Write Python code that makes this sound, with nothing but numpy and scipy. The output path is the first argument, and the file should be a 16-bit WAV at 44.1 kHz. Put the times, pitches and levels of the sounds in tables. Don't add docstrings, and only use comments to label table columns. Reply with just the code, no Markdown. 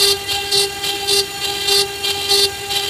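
import sys
import numpy as np
from scipy import signal
from scipy.fft import rfft, irfft
from scipy.io import wavfile
from scipy.ndimage import uniform_filter1d, minimum_filter1d

SR = 44100
rng = np.random.default_rng(int(sys.argv[2]) if len(sys.argv) > 2 else 0)


def level_to_linear(level):
    exponent = np.asarray(level, float) / 20
    return 10 ** exponent


def transcribe(signal):
    frames = np.atleast_2d(signal).T
    limited = np.clip(frames, -1, 1)
    pcm = np.round(limited * 32767).astype(np.int16)
    wavfile.write(sys.argv[1], SR, pcm)


N = 127449

# start in seconds, length in seconds, entry level in dB, bottoming level in dB, skim level in dB.
PLUNGES = [
    (0.278, 0.09, -23.5, -27, -32),
    (0.824, 0.084, -23.5, -21.5, -29.5),
    (1.409, 0.084, -23.5, -29.5, -27.5),
    (2.033, 0.086, -21.5, -18.5, -28),
    (2.692, 0.0866, -23.5, -19, -25.5),
]
# start in seconds, length in seconds, level in dB, early slip in Hz, late slip in Hz.
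BITES = [
    (-.015, .14, -15, 38.8, 30.36),
    (0.507, 0.14, -17, 25.4, 49.5),
    (1.074, 0.13, -16, 54.3, 29.2),
    (1.668, 0.153, -16.5, 34.6, 21.55),
    (2.285, 0.17, -16.5, 61.8, 27.9),
]
# multiple of the turn, level in dB.
IDLE_ORDERS = [(1, 0.5), (2, 2), (3, -10), (4, -5), (5, -4), (6, -9.5), (7, 2), (8, 1), (9, -2), (10, -1),
               (11, 0.5), (12, -7), (13, -13.5), (14, -8.5)]
SHALLOW_ORDERS = [(1, 12), (2, 5), (3, -15), (4, -1.5), (5, -11.5), (6, 3), (7, -3.5), (8, 7.5), (9, 0),
                  (10, 4.5), (11, 0.5), (12, -1.5), (13, -13.5), (14, -19.5)]
DEEP_ORDERS = [(1, 4.5), (2, -1.5), (3, -10.5), (4, -17), (5, -6.5), (6, -19), (7, -10), (8, -9), (9, 0),
               (10, 1.5), (11, 4.5), (12, 0.5), (13, -5.5), (14, -8)]
# frequency in Hz, level in dB.
IDLE_TOP = [(6000, -15.5), (8000, -12), (10000, -18.5), (12500, -22.5), (15300, -32)]
SHALLOW_TOP = [(6000, -33.5), (7600, -5), (9000, -26.5), (12000, -39), (15300, -20)]
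DEEP_TOP = [(6000, -7), (6800, -15.5), (8400, -8), (10000, -9), (11500, -14.5), (12400, -60), (15300, -19)]
# frequency in Hz, density in dB per Hz.
IDLE_GRIT = [(500, -2.5), (1000, -4.5), (2400, -1.5), (3200, -0.5), (4600, -10), (5300, -8), (8000, -4),
             (15400, -10)]
SHALLOW_GRIT = [(500, -17.5), (2200, -20), (2900, -7.5), (4200, -9), (4900, -18), (7500, -19.5),
                (11000, -17.5), (15400, -28)]
DEEP_GRIT = [(500, -14), (2400, -12.5), (4300, -1), (4800, 6.5), (5000, -27.5), (9500, -18.5), (12200, -9),
             (15400, -28)]
# frequency in Hz, density in dB per Hz.
RUMBLE_SPECTRUM = [(15, -52), (25, -24), (86, 0), (253, -13), (344, -3), (395, -8.5), (461, -8),
                   (568, -37.5), (700, -11.5), (910, -15), (1540, -120)]
# frequency in Hz, level under the loudest neighbour in dB.
MASK_LIMIT = [(1000, -60), (1700, -19), (4600, -18), (5000, -14.5), (8000, -11.5), (11500, -9),
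              (12200, -5.2), (15000, -4.6)]

T_S = np.arange(N) / SR
TURN_HZ = 399.6
TURN_PHASE = 2 * np.pi * TURN_HZ * T_S
ORDER = np.arange(1, 39)[:, None]
SLIP_IDLE_HZ, SLIP_PLUNGE_HZ, SLIP_SKIM_HZ = 46, 16, 72
PLUNGE_RISE_S, PLUNGE_FALL_S, SKIM_FALL_S = 0.014, 0.007, 0.0067
BITE_RISE_S, BITE_FALL_S = 0.025, 0.016
BEAT_IDLE, BEAT_CUT = 0.52, 0.32


def rms_one(x):
    return x / np.sqrt(np.mean(x ** 2) + 1e-20)


def at_hz(points, hz):
    point_hz, point_db = np.transpose(points)
    return np.interp(np.log(hz), np.log(point_hz), point_db)


def drift(rate_hz, count=1):
    r = np.exp(-2 * np.pi * rate_hz * 20 / SR)
    white = rng.standard_normal((count, N // 20 + 2002))
    slow = signal.lfilter([1], [1, -2 * r, r * r], white)[:, 2000:]
    return np.repeat(slow / slow.std(axis=1, keepdims=True), 20, axis=1)[:, :N]


def smooth(x, lag_s):
    r = np.exp(-1 / (max(lag_s, 1e-4) * SR))
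    return signal.lfilter([1 - r], [1, -r], x)


def coloured(spectrum, patchy_db):
    hz = np.maximum(np.fft.rfftfreq(N, 1 / SR), 1)
    low_hz, top_hz = spectrum[0][0], spectrum[-1][0]
    white = rfft(rng.standard_normal(N)) * level_to_linear(at_hz(spectrum, hz)) * (hz > low_hz) * (hz < top_hz)
    place = 2 * np.log2(hz / low_hz)
    count = int(2 * np.log2(top_hz / low_hz)) + 2
    flicker = level_to_linear(patchy_db * drift(13, count))
    total = 0
    for k in range(count):
        total = total + irfft(white * np.clip(1 - abs(place - k), 0, 1), N) * flicker[k]
    return rms_one(total)


def stroke(start_s, length_s, rise_s, fall_s):
    t = T_S - start_s
    return np.clip(t / rise_s, 0, 1) * np.exp(-np.clip(t - length_s, 0, None) * 2.55 / fall_s)


def knock(at_s):
    return np.exp(-((T_S - at_s) / 0.024) ** 2)


def plunge(start_s, length_s, entry_db, bottom_db, skim_db, end_s):
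    entry = level_to_linear(entry_db) * knock(start_s + 0.03)
    bottoming = level_to_linear(bottom_db) * knock(start_s + length_s - 0.01)
    sag = level_to_linear(entry_db - 7)
    body = (entry + bottoming + sag) * stroke(start_s, length_s, PLUNGE_RISE_S, PLUNGE_FALL_S)
    skim = level_to_linear(skim_db) * stroke(start_s, end_s - start_s, PLUNGE_RISE_S, SKIM_FALL_S)
    return np.maximum(body, skim)


def contact():
    shallow, deep = 0, 0
    for row in PLUNGES:
        next_bite_s = min([bite[0] for bite in BITES if bite[0] > row[0]] + [9])
        shallow = shallow + plunge(*row, next_bite_s + 0.044)
    for start_s, length_s, level_db, *_ in BITES:
        deep = deep + level_to_linear(level_db) * stroke(start_s, length_s, BITE_RISE_S, BITE_FALL_S)
    return shallow, deep


def chatter_slip():
    way = []
    for s, *_ in PLUNGES:
        way += [(s - 0.03, SLIP_IDLE_HZ), (s + 0.0078, SLIP_PLUNGE_HZ), (s + 0.13, SLIP_SKIM_HZ)]
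    for s, length_s, _, early_hz, late_hz in BITES:
        end_s = s + length_s
        way += [(s + 0.0294, early_hz), (end_s - 0.04, late_hz), (end_s + 0.0461, SLIP_IDLE_HZ)]
    return np.interp(T_S, *np.transpose(sorted(way))) + 9 * drift(19.16)[0]


def throb(slip_hz, depth):
    uneven = np.clip(1 + 0.3 * drift(18)[0], 0, 2)
    return np.exp(depth * np.cos(2 * np.pi * np.cumsum(slip_hz) / SR) * uneven)


def workshop(x):
    t = np.arange(SR // 2) / SR
    t60_s = 0.29
    tail = rng.standard_normal(len(t)) * level_to_linear(-60 * t / t60_s) * (t > 0.004)
    return level_to_linear(-22) * signal.fftconvolve(x, tail / np.sqrt(np.sum(tail ** 2)))[:N]


def rumble(load):
    return level_to_linear(-38) * (1 + 7 * smooth(load, 0.01)) * coloured(RUMBLE_SPECTRUM, 2.0)


def drive_whistle():
    return level_to_linear(-42.5 + 2.8 * drift(5.9)[0]) * np.sin(2 * np.pi * 6999 * T_S)


def axis_turn():
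    swell = 0
    for start_s, length_s, *_ in PLUNGES:
        swell = swell + np.exp(-((T_S - start_s - length_s - 0.02) / 0.036) ** 2)
    return level_to_linear(-28.5) * swell * np.sin(2 * np.pi * 808 * T_S)


def slab(load):
    mode_hz, ring_s = 390, 0.02
    lead = SR // 10
    load = np.r_[np.full(lead, load[0]), load]
    turn = 2 * np.pi * TURN_HZ * np.arange(-lead, N) / SR
    drive = smooth(load, 0.0049) * np.cos(turn + 1.33)
    r, w = np.exp(-1 / (ring_s * SR)), 2 * np.pi * mode_hz / SR
    b = (1 - r * r) / 2
    return 2.44 * signal.lfilter([b, 0, -b], [1, -2 * r * np.cos(w), r * r], drive)[lead:]


def grit(shallow, deep, slip_hz):
    swing = np.cos(TURN_PHASE)
    crushed = level_to_linear(-5) * shallow * coloured(SHALLOW_GRIT, 0.67)
    crushed = crushed + level_to_linear(-6.5) * deep * coloured(DEEP_GRIT, 2.6)
    crushed = crushed * rms_one(np.exp(0.4 * swing) * throb(slip_hz, BEAT_CUT))
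    spray = level_to_linear(-35) * rms_one(np.exp(0.55 * swing)) * coloured(IDLE_GRIT, 0.72)
    band = signal.butter(2, [6500, 11000], "band", fs=SR, output="sos")
    bright = signal.sosfilt(band, spray)
    return crushed + spray + bright * (rms_one(throb(slip_hz, BEAT_IDLE)) - 1)


def strengths(low, top):
    gain = level_to_linear(np.r_[np.array(low)[:, 1], at_hz(top, TURN_HZ * np.arange(15, 39))])
    return gain[:, None] / np.sqrt(np.sum(gain ** 2) / 2)


def chatter_comb(idle, cut, phase, slip_hz):
    treble = ORDER > 16
    idle = 0.62 * idle * np.where(treble, rms_one(throb(slip_hz, BEAT_IDLE)), 1)
    cut = cut * np.where(treble, rms_one(throb(slip_hz, BEAT_CUT)), 1)
    slipped = 2 * np.pi * np.cumsum(slip_hz) / SR * np.where(treble, 1.5, 1)
    jitter_s = 1.2e-5 * np.where(ORDER > 13, 1.8, 1) * drift(135)
    scatter = 2 * np.pi * TURN_HZ * ORDER * jitter_s
    wobble = 0.22 * np.sqrt(ORDER / 10) * drift(14.5, 38)
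    level = (ORDER >= 7) * (idle + cut) * level_to_linear(2.8 * drift(15.7, 38))
    return (level * np.cos(phase - slipped + scatter + wobble)).sum(axis=0)


def locked_orders(idle, cut, phase):
    upper = ORDER >= 7
    level = idle * np.where(upper, 0.57, 1) + cut * np.where(upper, 0.55, 0.4)
    wobble = 0.59 * np.clip(ORDER - 1.5, 0.3, 3) * drift(15.7, 38)
    return (level * level_to_linear(3.2 * drift(14.5, 38)) * np.cos(phase + wobble)).sum(axis=0)


def spindle(shallow, deep, slip_hz):
    idle = level_to_linear(-28) * strengths(IDLE_ORDERS, IDLE_TOP)
    cut = shallow * strengths(SHALLOW_ORDERS, SHALLOW_TOP) + deep * strengths(DEEP_ORDERS, DEEP_TOP)
    cut = cut * np.where(ORDER > 2, 1, 0.5 * (ORDER > 1))
    phase = ORDER * TURN_PHASE + 0.89 * rng.standard_normal((38, 1))
    return locked_orders(idle, cut, phase) + chatter_comb(idle, cut, phase, slip_hz)


def scene():
    shallow, deep = contact()
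    slip_hz = chatter_slip()
    load = level_to_linear(-7) * deep + level_to_linear(-8) * np.sqrt(0.017 * shallow)
    shallow = shallow * level_to_linear(1.8 * drift(31)[0])
    deep = deep * level_to_linear(1.3 * drift(27)[0])
    near = axis_turn() + slab(load) + grit(shallow, deep, slip_hz) + spindle(shallow, deep, slip_hz)
    return (rumble(load) + drive_whistle() + workshop(near) + near)[None]


def masked(x):
    span_hz, cut_hz = 900, 15300
    hz, _, z = signal.stft(x, SR, nperseg=2048, noverlap=1536)
    power = uniform_filter1d(abs(z) ** 2, size=5, axis=1)
    power = uniform_filter1d(power, size=5, axis=2)
    loud = -minimum_filter1d(-power, size=int(span_hz / hz[1]), axis=1)
    limit_db = at_hz(MASK_LIMIT, np.maximum(hz, 1))
    keep = 1.0 * (power > loud * level_to_linear(2 * limit_db)[:, None])
    keep = uniform_filter1d(keep, size=3, axis=2)
    return signal.istft(z * keep * (hz < cut_hz)[:, None], SR, nperseg=2048, noverlap=1536)[1][:, :N]


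def roll_off(x):
    return signal.sosfilt(signal.butter(12, 15450, fs=SR, output="sos"), x)


def record(dry):
    mix = masked(0.73 * np.tanh(dry / 0.72))
    return roll_off(mix)


dry = scene()
out = record(dry)
transcribe(out)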